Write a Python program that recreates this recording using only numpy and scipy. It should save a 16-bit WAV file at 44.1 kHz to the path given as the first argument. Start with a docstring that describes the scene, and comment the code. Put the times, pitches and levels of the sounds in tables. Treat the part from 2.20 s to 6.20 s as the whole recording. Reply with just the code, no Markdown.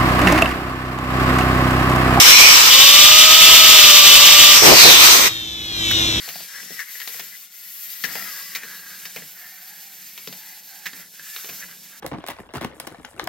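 """A hiss of compressed air with breathy whistles opens into the roar of a small hand-held turbine.
A blow gun's jet lines up with the wheel, which chops it into tones at its turning rate. The turbine
is pulled away; the free jet grazes the housing, gusts and shuts off. The wheel coasts down with a
falling bearing whine and one metal tick, while automatic gain creeps up and lifts the workshop hum."""
import sys
import numpy as np
from scipy import signal
from scipy.fft import rfft, irfft, next_fast_len
from scipy.io import wavfile
from scipy.ndimage import uniform_filter1d, minimum_filter1d, map_coordinates

SR = 44100
rng = np.random.default_rng(int(sys.argv[2]) if len(sys.argv) > 2 else 0)


def file_out(sig):
    """Save sig as 16-bit WAV at sys.argv[1]."""
    # one column per channel
    cols = np.atleast_2d(sig).T
    # limit, then scale
    lim = np.clip(cols, -1, 1)
    pcm = np.round(lim * 32767).astype(np.int16)
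    wavfile.write(sys.argv[1], SR, pcm)


N = 176400

# Tone colours of the sources. Each row: frequency in Hz, relative level in dB.
ROOM_COLOUR = [(25, -16), (62, 9.5), (110, 4.5), (200, 2), (600, -6.5), (4000, -12), (15000, -33)]
TICK_COLOUR = [(600, -18), (1700, 11), (10000, -11), (14000, 0)]
HOUSING_COLOUR = [(330, -7), (1300, -27), (2000, -11.5), (2700, -11), (3200, -3), (3600, 1.5), (4000, 1),
                  (4500, -21), (5000, -8), (5500, -5.5), (6500, -8.5), (7500, -7.5), (10000, -36),
                  (12900, -8), (15000, -24)]
WHINE_ROLLOFF = [(4200, 0), (5500, -6)]
GUST_COLOUR = [(30, -22), (110, -9.5), (230, -8), (370, -0.5), (700, -4), (1300, -12), (2200, -33),
               (6000, -45)]
HISS_COLOUR = [(30, -37), (250, -14.5), (750, -11), (1150, -1.5), (1650, -5), (2400, 0.5), (3200, -3),
               (5900, 0), (7200, -7.5), (8300, -6.5), (9800, -20.5), (12300, -8)]
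ROAR_COLOUR = [(30, -28.5), (750, -21), (1180, -10.5), (1480, -16.5), (2700, -2.5), (3040, 2), (3320, -2.5),
               (3620, 2), (4020, -4.5), (4800, -3), (5050, -5), (5180, -16), (5380, -2), (6500, -8),
               (6720, -15), (7080, -1.5), (7700, -14), (8200, -9.5), (9700, -24), (12300, -39), (12800, -8),
               (15200, -11.5)]
# Stereo images. Each row: frequency in Hz, likeness of left and right from 0 (wide) to 1 (mono).
ROOM_IMAGE = [(350, 1), (900, 0.21)]
HISS_IMAGE = [(1200, 0.14), (7000, 0.05)]
ROAR_IMAGE = [(250, 0), (1200, 0.96), (1800, 0.54), (3200, 0.96), (5000, 0.27), (7000, 0.86), (9200, 0.2)]
# Fader moves of the bearing and the air layers. Each row: time in seconds, gain in dB.
WHINE_FADER = [(2.6, -28), (3.12, -27.5), (3.48, -32), (3.72, -29), (3.85, -32), (4, -35)]
WHISTLE_FADER = [(0, -24), (.17, -12.5), (.35, -20), (.5, -21.5), (.7, -53)]
HISS_FADER = [(0, -6), (.48, -6), (.58, -24.5), (2.3, -20.5), (2.39, -4), (2.52, -6), (2.7, -4),
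              (2.86, -6.5), (3.075, -8), (3.105, -31.5), (3.3, -61.5)]
ROAR_FADER = [(0, -13.5), (.45, -14), (.55, -3), (.565, -3.5), (.672, -4), (.69, -4), (2.34, -3),
              (2.39, -12.5), (2.56, -60)]
# Machine hum in the room. Each row: frequency in Hz, level in dB.
HUM_TONES = [(109, -49.5), (327, -47)]
# Bearing harmonics that stand out. Each row: multiple of the wheel speed, boost in dB.
WHINE_ACCENTS = [(3, 9), (4, 9.5), (6, 2.5), (7, 2), (8, 6), (10, 3)]
# Resonances blown by the off-centre jet. Each row: centre in Hz, rough width in Hz, relative level in dB.
WHISTLE_BANDS = [(2331, 400, -0.5), (2978, 220, -3), (4070, 140, -7.5), (5607, 400, 4)]
# The jet whistling on an edge of the housing. Each row: time in seconds, centre in Hz, gain in dB.
EDGE_SWEEP = [(2.25, 5200, -63), (2.3, 5200, -16), (2.4, 5660, -13), (2.52, 4900, -15), (2.63, 4300, -5),
              (2.74, 3450, -7.5), (2.93, 4050, -16.5), (3.07, 4060, -31), (3.11, 3900, -61)]
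# Gusts of the deflected jet. Each row: start in seconds, length in seconds, level in dB.
GUST_CUES = [(2.414, 0.13, -11), (2.614, .1, -15.5), (2.728, 0.327, -27)]
# Stereo phase of the roar. Each row: frequency in Hz, lead of the left side in radians.
ROAR_PHASE = [(1200, 0.23), (3000, -1.03), (3700, 0.8), (4300, 4.5), (8500, 4), (12300, -7), (15300, 10.5)]
# Tones of the chopped jet. Each row: multiple of the wheel speed, relative level in dB.
SIREN_TONES = [(1, -28), (2, -21)]
# The wheel spins up and coasts down. Each row: time in seconds, turns per second.
WHEEL_SPEED = [(0, 500), (.48, 512), (.7, 572), (.96, 624), (1.35, 640), (1.54, 634), (1.65, 603),
               (1.92, 582), (2.33, 592), (2.8, 505), (3.16, 458.2), (3.34, 436.4), (3.49, 417.6),
               (3.7, 375.1), (3.88, 342.7), (4, 323)]

JET_LEAD_S, WHEEL_LEAD_S = 0.000254, 0.00033  # earlier arrival on the left
TIME = np.arange(N) / SR


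def amp(db):
    """Decibels to gain."""
    return 10 ** (np.asarray(db) / 20)


def unit(x):
    """Scale to rms 1."""
    return x / np.sqrt(np.mean(x ** 2) + 1e-20)


def along(points, hz):
    """Read (Hz, value) points on a log frequency axis."""
    f, v = np.transpose(points)
    return np.interp(np.log(hz + 1), np.log(f + 1), v)


def curve(rows):
    """Join (seconds, value) points with straight ramps."""
    return np.interp(TIME, *np.transpose(rows))


def wobble(rate):
    """A smooth random curve with `rate` knots a second."""
    return map_coordinates(rng.standard_normal(int(N * rate / SR) + 4), [TIME * rate])


def filtered(x, response):
    """A static EQ from a complex response of frequency."""
    size = next_fast_len(N + SR // 4)
    return irfft(rfft(x, size) * response(np.fft.rfftfreq(size, 1 / SR)), size)[..., :N]


def moving_eq(x, gain):
    """Apply a gain of frequency and time, then scale to rms 1."""
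    hz, t, spectrum = signal.stft(x, SR, nperseg=512)
    return unit(signal.istft(spectrum * gain(hz[:, None], t), SR, nperseg=512)[1][:, :N])


def rush(colour, image, phase=lambda hz: 0 * hz):
    """Stereo noise of rms 1 with a colour (table or gain function), an image and a left phase lead."""
    gain = colour if callable(colour) else lambda hz: amp(along(colour, hz))

    def mid_side(hz):
        spread = np.arccos(np.clip(along(image, hz), 0, 1)) / 2
        return gain(hz) * [np.cos(spread), np.sin(spread)]

    mid, side = filtered(rng.standard_normal((2, N)), mid_side)
    stereo = np.array([mid + side, mid - side])
    return unit(filtered(stereo, lambda hz: np.exp(.5j * np.outer([1, -1], phase(hz)))))


def lead(seconds):
    """Phase of an earlier arrival on the left."""
    return lambda hz: 2 * np.pi * hz * seconds


def workshop(rumble_db=-42):
    """The bed: low room rumble and a nearly steady machine hum."""
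    hum = sum(np.sqrt(2) * amp(db + wobble(6)) * np.sin(2 * np.pi * hz * TIME + .15 * wobble(8))
              for hz, db in HUM_TONES)
    return amp(rumble_db) * rush(ROOM_COLOUR, ROOM_IMAGE) + hum


def metal_tick(start_s=3.712, level_db=-25, t60_s=.045):
    """One light, dry tick of handled metal."""
    age = TIME - start_s
    return (age > 0) * amp(level_db - 60 * np.abs(age) / t60_s) * rush(TICK_COLOUR, [(3000, 0.19)])


def bearing_whine(speed, angle, flicker_db=2.0, rolling_db=-7, left_db=1.8):
    """Harmonics of the wheel speed slide through the housing's resonances, over rolling noise."""
    accents = {round(k): db for k, db in WHINE_ACCENTS}
    tones, power = np.zeros((2, N)), np.zeros(N)
    for k in range(3, 31):
        hz = k * speed
        # The ball cage turns slower than the wheel; the balls slip, so each tone sways at its own rate.
        cage = rng.normal(.29, .04) * angle + rng.uniform(0, 2 * np.pi)
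        sway = 1 + .5 * amp(1.1 * wobble(2.3)) * np.sin(cage)
        colour_db = along(HOUSING_COLOUR, hz) + along(WHINE_ROLLOFF, hz)
        level = amp(colour_db + accents.get(k, 0) + flicker_db * wobble(16))
        phase = k * angle + rng.normal(0, 1.0) + 0.14 * wobble(64)  # nearly in step: one knock per turn
        tones += level * sway * np.sin(phase + np.outer([1, -1], np.pi * hz * WHEEL_LEAD_S))
        power += level ** 2
    rolling = rush(lambda hz: amp(along(HOUSING_COLOUR, hz) + along(WHINE_ROLLOFF, hz) / 2),
                   [(3500, 0.48)], lead(WHEEL_LEAD_S))
    rattle = amp(rolling_db) * rolling * (1 + 0.68 * np.cos(angle))
    pan = amp(left_db * np.array([[.5], [-.5]]))
    return pan * amp(curve(WHINE_FADER)) * (unit(tones / np.sqrt(power)) + rattle)


def whistles(swell_db=2.0, drift=.009, stereo_width=0.66):
    """The off-centre jet blows narrow resonances, each swelling and drifting in pitch on its own."""
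    out, sides = np.zeros((2, N)), np.array([[1], [-1]])
    for hz, width, db in WHISTLE_BANDS:
        mid, side = (wobble(width) + 1j * wobble(width) for _ in range(2))
        breath = mid + stereo_width * sides * side
        pitch = hz * (1 + drift * wobble(15))
        phase = 2 * np.pi * np.cumsum(pitch) / SR + sides * np.pi * hz * JET_LEAD_S
        out += amp(db + swell_db * wobble(15)) * np.real(breath * np.exp(1j * phase))
    return amp(curve(WHISTLE_FADER)) * out


def edge_whistle(width_hz=1150):
    """The jet grazes an edge of the housing: a breathy, gliding band of noise."""
    times, centres, levels = np.transpose(EDGE_SWEEP)
    band = lambda hz, t: 1 / (1 + (2 * (hz - np.interp(t, times, centres)) / width_hz) ** 2)
    air = rush(np.ones_like, [(5000, 0.36)], lead(0.00021))
    return amp(np.interp(TIME, times, levels)) * moving_eq(air, band)


def gusts(edge_s=0.023, flutter_db=2):
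    """The deflected jet sweeps across the microphone in low, fluttering puffs."""
    envelope = np.zeros(N)
    for start, length, db in GUST_CUES:
        age = TIME - start
        attack = np.clip(age / edge_s, 0, 1)
        release = np.exp(-np.maximum(age - length, 0) / edge_s)
        envelope += amp(db) * attack * release
    return envelope * amp(flutter_db * wobble(60)) * rush(GUST_COLOUR, [(400, 0.13)])


def shimmer(hz, t, depth_db=2.0):
    """Drifting patches of gain, a few hundred Hz wide, that fade out towards the bass."""
    field = uniform_filter1d(rng.standard_normal((len(hz), len(t))), 6, axis=0)
    patches = unit(uniform_filter1d(field, 24, axis=1))
    return amp(depth_db * np.minimum(hz / 2500, 1) * patches)


def jet_hiss(flutter_db=2.04):
    """Air that misses the wheel hisses in shifting colours."""
    air = moving_eq(rush(HISS_COLOUR, HISS_IMAGE, lead(JET_LEAD_S)), shimmer)
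    return air * amp(curve(HISS_FADER) + flutter_db * wobble(24.96))


def driven_wheel(speed, angle, flutter_db=1.23, full_speed_hz=603, fade_db_per_hz=.07):
    """The jet roars in the housing and the turning wheel chops it into two siren tones."""
    drive_db = curve(ROAR_FADER)
    air = rush(ROAR_COLOUR, ROAR_IMAGE, lambda hz: along(ROAR_PHASE, hz))
    roar = air * amp(drive_db + flutter_db * wobble(40.16))
    shaken = angle + .2 * wobble(45)
    siren = sum(np.sqrt(2) * amp(db + wobble(24.13)) * np.sin(round(k) * shaken)
                for k, db in SIREN_TONES)
    slow_wheel_db = fade_db_per_hz * np.minimum(speed - full_speed_hz, 0)
    return roar + siren * amp(.5 * drive_db + slow_wheel_db)


def scene():
    """Mix the layers; one wheel speed, jostled by the jet, tunes both the siren and the whine."""
    speed = curve(WHEEL_SPEED) * (1 + .004 * amp(curve(ROAR_FADER)) * wobble(20))
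    angle = 2 * np.pi * np.cumsum(speed) / SR
    turbine = bearing_whine(speed, angle) + driven_wheel(speed, angle)
    free_air = jet_hiss() + edge_whistle() + gusts() + whistles()
    return turbine + free_air + metal_tick() + workshop()


def gain_control(x, target_db=-9, max_boost_db=13, hold_s=0.36, recover_db_per_s=32):
    """Loud sound holds the gain down; after a pause it climbs back at a steady rate."""
    power = uniform_filter1d(np.mean(x ** 2, 0), SR // 25)
    level_db = 10 * np.log10(np.abs(power) + 1e-10)
    wanted_db = np.clip(target_db - level_db, 0, max_boost_db)
    hold = int(hold_s * SR)
    held_db = minimum_filter1d(wanted_db, hold, origin=(hold - 1) // 2, mode="nearest")
    climb_db = recover_db_per_s * TIME
    return x * amp(np.minimum.accumulate(held_db - climb_db) + climb_db)


def record(dry):
    """The output chain: automatic gain, soft clipping of the loudest peaks and a steep high cut."""
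    levelled = gain_control(dry)
    clipped = levelled / (1 + np.abs(levelled) ** 8) ** (1 / 8)
    return filtered(clipped, lambda hz: hz < 15450)


dry = scene()
out = record(dry)
file_out(out)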